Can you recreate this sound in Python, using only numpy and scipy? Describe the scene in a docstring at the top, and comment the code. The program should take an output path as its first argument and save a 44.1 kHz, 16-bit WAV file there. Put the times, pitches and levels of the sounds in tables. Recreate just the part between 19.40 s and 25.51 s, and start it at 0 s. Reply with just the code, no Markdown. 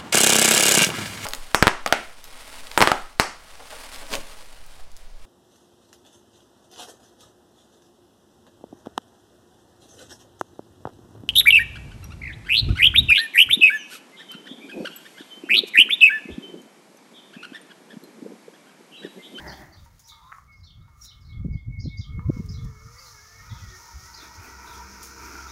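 """A garden lawn, with a robotic mower a few metres away. The hum and whoosh of its blade wind down,
the wheel motors creep and whine in surges, then the blade spins up again and the machine turns
through the grass: gears chatter, stalks rustle and snip, the plastic chassis clacks.
Sparrows twitter in the hedge, each chirp a run of tiny pitch glides. A breeze rumbles
and thumps on the microphone, over a faint bed of distant air."""
import sys
import numpy as np
from scipy import signal
from scipy.fft import rfft, irfft
from scipy.io import wavfile
from scipy.ndimage import uniform_filter1d

SR = 44100
rng = np.random.default_rng(int(sys.argv[2]) if len(sys.argv) > 2 else 0)


def transcribe(signal):
    """Save signal, clipped to [-1, 1], as a 16-bit WAV file at the path in sys.argv[1]."""
    frames = np.atleast_2d(signal).T
    limited = np.clip(frames, -1, 1)
    pcm = np.round(limited * 32767).astype(np.int16)
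    wavfile.write(sys.argv[1], SR, pcm)


N = 269451
TIME = np.arange(N) / SR

# Table levels are relative: each layer gets its final gain in its function.
# blade hum, and its motor driving and braking (multiple of the turning rate, level [dB])
HUM_PARTIALS = [(1, -45), (2, -71.5), (3, -57), (5, -60.5), (7, -79), (10, -65.5), (14, -57), (15, -59.5),
                (21, -67)]
DRIVING_PARTIALS = [(6, -73.5), (12, -82)]
BRAKING_PARTIALS = [(6, -57.5), (12, -59)]
# EQ curves of the noise layers (frequency [Hz], level [dB])
WHOOSH_SIDE_EQ = [(35, -44), (60, -11), (101, -12), (134, 11.5), (253, -0.5), (324, 5.5), (407, -4),
                  (488, -12.5), (623, 3.5), (688, -5), (784, 5), (1300, -10.5), (1960, 2.5), (2420, -24),
                  (3000, -26), (3900, -58), (6600, -120)]  # air swept by the blade, side-on
WHOOSH_FRONT_EQ = [(30, -12), (60, 11), (130, -7), (320, 6.5), (470, 2), (545, -16.5), (650, -0.5),
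                   (780, -7), (950, -4), (1400, 8.5), (1800, -6.5), (2400, 2), (3000, -15), (4500, -16)]  # the same, head-on
RUSTLE_EQ = [(300, 10.5), (700, 13), (2000, 15.5), (2700, 9), (3500, 9.5), (5000, 11.5), (6500, 11.5),
             (7800, 4.5), (9300, 4.5), (11000, 5.5), (15500, 5.5)]  # brushed grass
CUT_EQ = [(2500, -47), (4000, -8), (4600, -2.5), (5200, 5), (6000, 4.5), (6900, -1), (7700, -17.5),
          (10000, -48)]  # hiss of the cut
SNIP_EQ = [(2500, -12), (4500, -1), (6800, 7), (8000, -5), (9500, 0), (12000, -3.5), (15500, -3)]  # crisp stalks
WIND_EQ = [(15, -37), (35, 0), (65, 4.5), (115, 0.5), (160, -7), (250, -21), (320, -31.5), (400, -38),
           (800, -57), (1600, -90)]  # low rumble
DISTANT_AIR_EQ = [(30, 22.5), (150, 19.5), (300, 16), (500, 11.5), (800, 12.5), (1200, 12.5), (2000, -9),
                  (2600, -33), (3500, 0), (6000, -4), (15500, -10.5)]  # background bed
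# fader rides (time [s], level [dB])
RUSTLE_RIDE = [(0, -55.5), (.2, -55.5), (.3, -63.5), (.85, -67), (1.3, -76), (1.7, -69), (2.2, -80),
               (2.85, -70.5), (2.95, -62), (3.35, -67), (3.9, -58.5), (4.56, -57), (5.2, -58.5),
               (6.11, -61)]  # rises with travel over the lawn
CUT_RIDE = [(2.85, -84), (2.95, -63.5), (3.1, -73), (3.43, -64), (3.7, -57.5), (4.03, -60.5), (4.38, -56),
            (5.02, -57.5), (6.11, -52.5)]  # opens as the deck faces the listener
WHINE_RIDE = [(0, -67.5), (.6, -87), (1.3, -77.5), (1.8, -72), (2.1, -64), (2.7, -63), (3.1, -68.5),
              (4.5, -67), (6.11, -73.5)]  # steady part of the high motor whine
BREEZE_RIDE = [(0, -55), (.55, -57), (.75, -64.5), (1.05, -56.5), (1.25, -52.5), (1.8, -48.5), (1.98, -38),
               (2.7, -36.5), (3, -28.5), (3.25, -36.5), (3.6, -58), (4, -54.5), (4.2, -43), (4.55, -57),
               (4.75, -59.5), (6.11, -58.5)]  # strength of the breeze
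GEAR_RIDE = [(0, -80), (.45, -64), (.64, -80), (.76, -65), (.97, -56), (1.3, -76), (1.45, -66.5),
             (1.96, -67), (2.4, -97), (2.75, -65.5), (3.2, -61.5), (3.5, -55.5), (3.9, -60), (4.15, -53.5),
             (4.95, -56.5), (5.22, -48.5), (5.75, -54.5), (6.11, -47.5)]  # chatter follows the load on the gears
# crisp snips and rustles (peak time [s], rise [s], decay [s], level [dB])
GRASS_SNIPS = [(.452, 0.013, 0.016, -62), (.594, 0.00091, 0.025, -51.5), (0.683, 0.0077, 0.029, -51),
               (.978, 0.13, 0.041, -64.5), (1.655, 0.029, .013, -47), (3.062, .002, .004, -51),
               (3.248, 0.003, 0.0048, -53.5), (3.68, 0.16, 0.092, -53.5), (4.38, 0.05, 0.15, -55.5),
               (4.66, 0.056, 0.16, -56.5), (5.34, .025, 0.04, -51.5), (5.63, 0.0028, 0.043, -40)]
# surges of the high whine (start [s], level [dB])
WHINE_SURGES = [(.68, -62.5), (1.07, -54.5), (1.69, -70), (1.88, -58), (2.1, -52), (2.3, -51),
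                (2.49, -49.5), (2.7, -52.5), (2.9, -57.5), (3.11, -61.5), (3.32, -63), (3.53, -65),
                (3.73, -61), (3.93, -57), (4.24, -63)]
# wheel motors running up or down (start [s], length [s], from [Hz], to [Hz], level [dB])
WHEEL_GLIDES = [(.6, 0.32, 943, 863, -61.5), (.7, 0.18, 1150, 1198, -59.5), (.79, .21, 961, 1157, -52.5),
                (2.64, 0.12, 1170, 1296, -61.5), (2.78, 0.175, 912, 1148, -57),
                (2.94, 0.081, 1012, 960, -60)]
# gear mesh of the wheel motors as they steer (time [s], pitch [Hz])
STEERING_PITCH = [(2.7, 418), (2.87, 505), (3, 485), (3.09, 408), (3.23, 470), (3.35, 419.5), (3.48, 450.5),
                  (3.62, 526), (3.79, 412), (3.99, 460), (4.15, 512), (4.34, 461), (4.55, 455.6),
                  (4.7, 490), (4.85, 464.6), (5.1, 485), (5.35, 461.7), (6.11, 472.7)]
# mesh tone yields to overtones as the mower turns head-on (time [s], mesh [dB], overtones [dB])
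STEERING_RIDE = [(2.7, -71.5, -82), (3, -63.5, -87), (3.3, -66.5, -59), (3.65, -69.5, -54.5),
                 (3.95, -73, -50), (4.8, -88, -50.5), (5.15, -71, -50.5), (5.75, -65, -56.5),
                 (6.11, -83, -72)]
# thumps of wind (peak time [s], length [s], level [dB])
WIND_BUFFETS = [(1.236, 0.064, -41), (2.05, 0.0141, -26), (2.06, 0.025, -19.5), (2.084, 0.019, -28),
                (2.285, 0.035, -26), (2.393, 0.05, -23), (2.459, 0.014, -26), (2.478, 0.029, -21.5),
                (2.6, 0.045, -23), (2.786, 0.025, -26), (2.865, 0.058, -18.5), (2.894, 0.03, -13),
                (2.9, .012, -13), (2.97, 0.016, -28), (3.001, 0.021, -21), (3.187, 0.037, -28),
                (3.46, 0.042, -37.5), (4.125, 0.043, -27), (4.24, 0.053, -35), (4.567, 0.079, -33),
                (4.995, 0.054, -37)]
# sparrow calls (start [s], length [s], first pitch [Hz], last pitch [Hz], level [dB])
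SPARROW_CHIRPS = [(0.068, 0.085, 4720, 3500, -48.5), (0.318, 0.089, 4390, 3700, -55),
                  (0.633, 0.048, 5560, 5500, -53), (0.677, 0.09, 3700, 3414, -50.5),
                  (.81, .08, 3580, 3630, -61.5), (1.115, 0.15, 4820, 5460, -63.5),
                  (1.229, 0.094, 4150, 3250, -53), (1.404, 0.03, 3620, 3400, -68),
                  (1.609, 0.056, 5510, 5420, -46.5), (1.643, 0.093, 3960, 3390, -52),
                  (1.806, 0.15, 5110, 3330, -61.5), (2.119, .09, 4720, 3400, -65.5),
                  (2.389, .125, 5150, 3682, -51), (2.569, 0.1, 4895, 3300, -48),
                  (3.081, .06, 4800, 5670, -50.5), (3.129, 0.083, 3710, 3460, -53),
                  (3.577, 0.11, 4920, 4300, -52), (4.092, .13, 3720, 3400, -52.5),
                  (4.279, 0.035, 3650, 3700, -56), (4.735, 0.094, 4924, 3533, -45.5),
                  (5.259, 0.11, 3833, 3290, -55), (5.95, 0.084, 4450, 3300, -57.5),
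                  (6.078, .035, 3780, 3800, -51)]
# bands of gear chatter (multiple of the centre pitch, width [Hz], level [dB])
CHATTER_BANDS = [(.88, 68, -4.5), (1, 75.4, 5), (1.11, 108, 2.5), (1.4, 262, -7.5), (1.698, 266, -10)]
# resonances of the plastic shell (frequency [Hz], width [Hz], level [dB])
SHELL_MODES = [(940, 85, 1), (1960, 270, -32)]
# knocks of the chassis (start [s], level [dB], ring pitch [Hz], decay [s])
CHASSIS_CLACKS = [(0.459, -50.5, 935, 0.016), (0.72, -47.5, 1233, 0.013), (0.919, -32, 1290, 0.0033),
                  (.926, -25, 1720, 0.00044), (0.931, -58, 1540, 0.0049), (0.9837, -38.5, 1120, 0.0035),
                  (1.48, -54, 922, 0.011), (2.793, -36.5, 1210, 0.0045), (5.954, -34.5, 1432, 0.0071),
                  (5.987, -39.5, 1404, .02)]

BLADE_HZ, IDLE_HZ = 66.82, 5  # turning rates: full speed and idle
BRAKE_AT_S, BRAKE_HZ_PER_S = .14, 66
RESTART_AT_S, SPIN_UP_S = 2.45, .75


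def undb(db):
    """Decibels to gain."""
    return 10 ** (np.asarray(db) / 20)


def unit(x):
    """Scale to rms 1."""
    return x / np.sqrt(np.mean(x ** 2) + 1e-20)


def curve(rows, axis=1):
    """One column of a table, joined by straight lines in time."""
    rows = np.asarray(rows)
    return np.interp(TIME, rows[:, 0], rows[:, axis])


def fader(rows):
    """Gain of a fader ride, faded out beyond its ends."""
    outside = np.maximum(rows[0][0] - TIME, TIME - rows[-1][0]).clip(0)
    return undb(curve(rows)) * np.exp(-outside / 0.028)


def eq(x, points):
    """Shape x with an EQ curve; rms 1."""
    hz, db = np.transpose(points)
    bins_hz = np.fft.rfftfreq(N, 1 / SR) + 1
    gain = undb(np.interp(np.log(bins_hz), np.log(hz), db))
    return unit(irfft(rfft(x) * gain, N))


def drift(rate):
    """Random modulator of spread near 1, with rate new values a second."""
    knots = rng.standard_normal(N)
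    return 1.2 * np.interp(TIME * rate, np.arange(N), knots)


def turns(hz):
    """Phase in radians of something that turns at hz."""
    return 2 * np.pi * np.cumsum(hz) / SR


def crackle(rate, spread_db):
    """Tiny clicks of uneven size, about rate a second; rms 1."""
    size = undb(spread_db * rng.exponential(size=N).clip(0, 3.5))
    return unit((rng.random(N) < rate / SR) * rng.standard_normal(N) * size)


def partials(hz, rows, flutter_db, flutter_rate):
    """Harmonics of a turning shaft, each with its own level flutter."""
    phase, out = turns(hz), np.zeros(N)
    for multiple, db in rows:
        gain = np.sqrt(2) * undb(db + flutter_db * drift(flutter_rate))
        out += gain * np.sin(multiple * phase + 2 * np.pi * rng.random())
    return out


def noise_band(hz, width):
    """Narrow noise around a moving centre; rms 1."""
    lowpass = signal.butter(2, width / 2, fs=SR, output="sos")
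    a, b = signal.sosfilt(lowpass, rng.standard_normal((2, N)))
    phase = turns(hz)
    return unit(a * np.cos(phase) + b * np.sin(phase))


def add(out, start, x):
    """Mix x into out from a start time."""
    i = max(int(start * SR), 0)
    out[i:i + len(x)] += x[:max(len(out) - i, 0)]


def glides(rows, rasp, rasp_rate, transpose=1):
    """Tones that swell, slide and fade, roughened by a fast pitch waver."""
    out, waver = np.zeros(N), transpose * (1 + rasp * drift(rasp_rate))
    for start, length, from_hz, to_hz, db in rows:
        u = np.linspace(0, 1, int(length * SR))
        hz = (from_hz + (to_hz - from_hz) * u) * np.roll(waver, -int(start * SR))[:len(u)]
        add(out, start, undb(db) * np.sqrt(2) * np.sin(np.pi * u) * np.sin(turns(hz)))
    return out


def garden_reverb(x, t60, wet_db):
    """A short, diffuse tail off the hedges and fence."""
    t = TIME[:SR // 2]
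    tail = rng.standard_normal(len(t)) * undb(-60 * t / t60) * (1 - np.exp(-t / .012))
    return x + undb(wet_db) * signal.fftconvolve(x, tail / np.linalg.norm(tail))[:N]


def blade_speed():
    """Share of full speed: the blade brakes steadily, idles, then spins up and levels off."""
    falling = 1 - BRAKE_HZ_PER_S / BLADE_HZ * (TIME - BRAKE_AT_S).clip(0)
    rising = 1 - np.exp(-(TIME - RESTART_AT_S).clip(0) / SPIN_UP_S)
    return np.maximum(np.maximum(falling, rising), IDLE_HZ / BLADE_HZ)


def blade():
    """The blade hums and sweeps air once a turn; its motor sings, loudest while braking."""
    speed = blade_speed()
    before_restart = TIME < RESTART_AT_S
    hz = BLADE_HZ * speed * (1 + 0.0029 * drift(10))
    hum = partials(hz, HUM_PARTIALS, flutter_db=3, flutter_rate=10)
    # the hum needs nearly full speed, and is weaker side-on, before the restart
    hum *= speed ** 23.6 * np.where(before_restart, undb(-4.5), undb(-2.5))
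    braking = partials(hz, BRAKING_PARTIALS, flutter_db=2.5, flutter_rate=20)
    driving = partials(hz, DRIVING_PARTIALS, flutter_db=7.5, flutter_rate=12)
    motor = np.where(before_restart, braking, driving) * speed ** 5.2
    tremolo = 1 + 0.071 * np.sin(turns(hz))
    side = undb(-44 + 3.7 * drift(30.6)) * eq(crackle(rate=6000, spread_db=1.5), WHOOSH_SIDE_EQ)
    front = undb(-48.5 + 4.5 * drift(8.9)) * eq(crackle(rate=6500, spread_db=-0.5), WHOOSH_FRONT_EQ)
    whoosh = speed ** 7.95 * np.where(before_restart, side, speed ** 14 * front)
    return hum + motor + tremolo * whoosh


def grass(ticks_per_s=18, tick_decay_s=.0012):
    """Stalks brush and tick under the machine and are snipped in a fine hiss."""
    rustle_grain, cut_grain, snip_grain = (crackle(rate=14000, spread_db=2.3) for _ in range(3))
    triggers = (rng.random(N) < ticks_per_s / SR) * rng.uniform(.4, 1, N)
    tick_envelope = signal.lfilter([1], [1, -np.exp(-1 / (tick_decay_s * SR))], triggers)
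    ticks = undb(-17.5) * eq(tick_envelope * rng.standard_normal(N), SNIP_EQ)
    rustle = undb(0.5) * fader(RUSTLE_RIDE) * (eq(rustle_grain, RUSTLE_EQ) + ticks)
    cut = undb(3.94) * fader(CUT_RIDE) * eq(cut_grain, CUT_EQ)
    snip_envelope = np.zeros(N)
    for peak, rise, decay, db in GRASS_SNIPS:
        falloff = np.maximum((peak - TIME) / rise, (TIME - peak) / decay).clip(0, 50)
        snip_envelope += undb(db) * np.exp(-falloff)
    return (rustle + cut) * undb(0.78 * drift(45)) + snip_envelope * eq(snip_grain, SNIP_EQ)


def wheel_whine(steady_hz=2182, surge_s=0.1297, surge_hz=(2228, 2136)):
    """The wheel motors creep: a thin whine, sagging surges and short run-ups and run-downs."""
    # the steady tone ducks 20 ms ahead of each surge
    duck = sum(np.exp(-((TIME - start + .02) / .014) ** 2) for start, _ in WHINE_SURGES)
    gain = undb(4 - 11 * duck + 2 * drift(25)) * fader(WHINE_RIDE)
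    whine = gain * np.sin(turns(steady_hz + 12 * drift(90)))
    surges = [(start, surge_s, *surge_hz, db) for start, db in WHINE_SURGES]
    whine += glides(surges, rasp=.005, rasp_rate=200)
    whine += glides(WHEEL_GLIDES, rasp=.035, rasp_rate=260)
    return garden_reverb(whine, t60=.3, wet_db=-11)


def breeze(eddy_db=4, eddies_per_s=20):
    """Wind rumbles on the microphone; eddies make it flicker."""
    rumble = eq(rng.standard_normal(N), WIND_EQ)
    rumble /= np.sqrt(uniform_filter1d(rumble ** 2, size=3000))  # level it ahead of the fader
    return fader(BREEZE_RIDE) * undb(eddy_db * drift(eddies_per_s)) * rumble


def distant_air():
    """A faint, steady bed of outdoor noise."""
    return undb(-71.5) * eq(rng.standard_normal(N), DISTANT_AIR_EQ)


def syllables(nominal_s=.036, sweep_depth=0.0732, fade_db=4):
    """Break each chirp into fading glides that sweep down and up by turns, no two alike."""
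    rows = []
    for start, length, first_hz, last_hz, db in SPARROW_CHIRPS:
        count = max(round(length / nominal_s), 1)
        step = length / count
        for k, u in enumerate(np.linspace(0, 1, count)):
            detune, accent = rng.standard_normal(2)
            hz = first_hz * (last_hz / first_hz) ** (u ** .75) * (1 + 0.0262 * detune)
            sweep = sweep_depth * (-1) ** (count - k)
            level = db - fade_db * u + 1.7 * accent
            rows.append((start + k * step, step, hz * (1 + sweep), hz * (1 - sweep), level))
    return rows


def sparrows():
    """Twittering glides from both sides of the syrinx, dulled and smeared by the hedges."""
    notes = syllables()
    low_voice = glides(notes, rasp=0.0415, rasp_rate=600)
    high_voice = glides(notes, rasp=0.0467, rasp_rate=600, transpose=1.27)
    chirps = (low_voice + undb(-10) * high_voice) * undb(2.5 * drift(260))
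    leaves = signal.butter(5, 6700, fs=SR, output="sos")
    return undb(-0.5) * garden_reverb(signal.sosfilt(leaves, chirps), t60=0.25, wet_db=0)


def gears(rest_hz=1207.4, rise_hz=186.9):
    """Teeth chatter in bands that rise with the blade; the plastic shell throbs at its own pitch."""
    speed = blade_speed()
    centre_hz = (rest_hz + rise_hz * speed ** 12) * (1 + .015 * drift(14))
    chatter = sum(undb(db + 2 * drift(12)) * noise_band(multiple * centre_hz, width)
                  for multiple, width, db in CHATTER_BANDS)
    ring = sum(undb(db) * noise_band(hz * (1 + 0.01196 * drift(11)), width)
               for hz, width, db in SHELL_MODES)
    throb = undb(-3.5 + 4.9 * drift(12)) * speed ** 3.5
    return fader(GEAR_RIDE) * (unit(chatter) + throb * unit(ring))


def chassis():
    """Plastic clacks: a damped ring with a gritty edge, kept to the band the shell radiates."""
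    clacks, t = np.zeros(N), TIME[:SR // 8]
    for start, db, hz, decay in CHASSIS_CLACKS:
        gritty_ring = np.sin(2 * np.pi * hz * t) + .8 * rng.standard_normal(len(t))
        add(clacks, start, undb(db) * np.exp(-t / decay) * gritty_ring)
    shell = signal.butter(3, [800, 2200], "band", fs=SR, output="sos")
    return undb(1) * garden_reverb(signal.sosfilt(shell, clacks), t60=0.21, wet_db=-7.5)


def buffets():
    """Wind thumps the microphone: a few pressure swings that quicken and pass."""
    out = np.zeros(N)
    for peak, length, db in WIND_BUFFETS:
        u = np.linspace(0, 1, int(length * SR))
        hz = (95.4 + 91.2 * u) * (0.0289 / length) ** 0.74  # shorter thumps sit higher
        phase = turns(hz) + 2 * np.pi * rng.random()
        push = np.sin(np.pi * u) ** 2
        # the swings steepen at the height of the push
        edge = 0.17 * push * np.sin(2 * phase) + 0.024 * push ** 2 * np.sin(3 * phase)
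        add(out, peak - length / 2, undb(db) * push * (np.sin(phase) + edge))
    return out


def steering():
    """The gear mesh bends in pitch as the wheels steer; worn teeth add fluttering overtones."""
    phase = turns(curve(STEERING_PITCH) * (1 + .021 * drift(160)))
    mesh = undb(curve(STEERING_RIDE) + 7 + 2 * drift(30)) * np.sin(phase)
    overtones = sum(undb(db + 4 * drift(35)) * np.sin(multiple * phase)
                    for multiple, db in [(3, -5), (4, 0), (5, -10)])
    overtones *= undb(curve(STEERING_RIDE, axis=2) - 7)
    return (mesh + overtones) * (TIME > STEERING_PITCH[0][0])


def scene():
    """Mono mix of mower, birds and wind over the distant air."""
    mower = blade() + gears() + steering() + wheel_whine() + grass() + chassis()
    return (mower + sparrows() + breeze() + buffets() + distant_air())[None]


def record(dry):
    """A steep high cut at 15.7 kHz on the master."""
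    high_cut = signal.ellip(10, .2, 70, 15700, fs=SR, output="sos")
    return signal.sosfilt(high_cut, dry)


dry = scene()
out = record(dry)
transcribe(out)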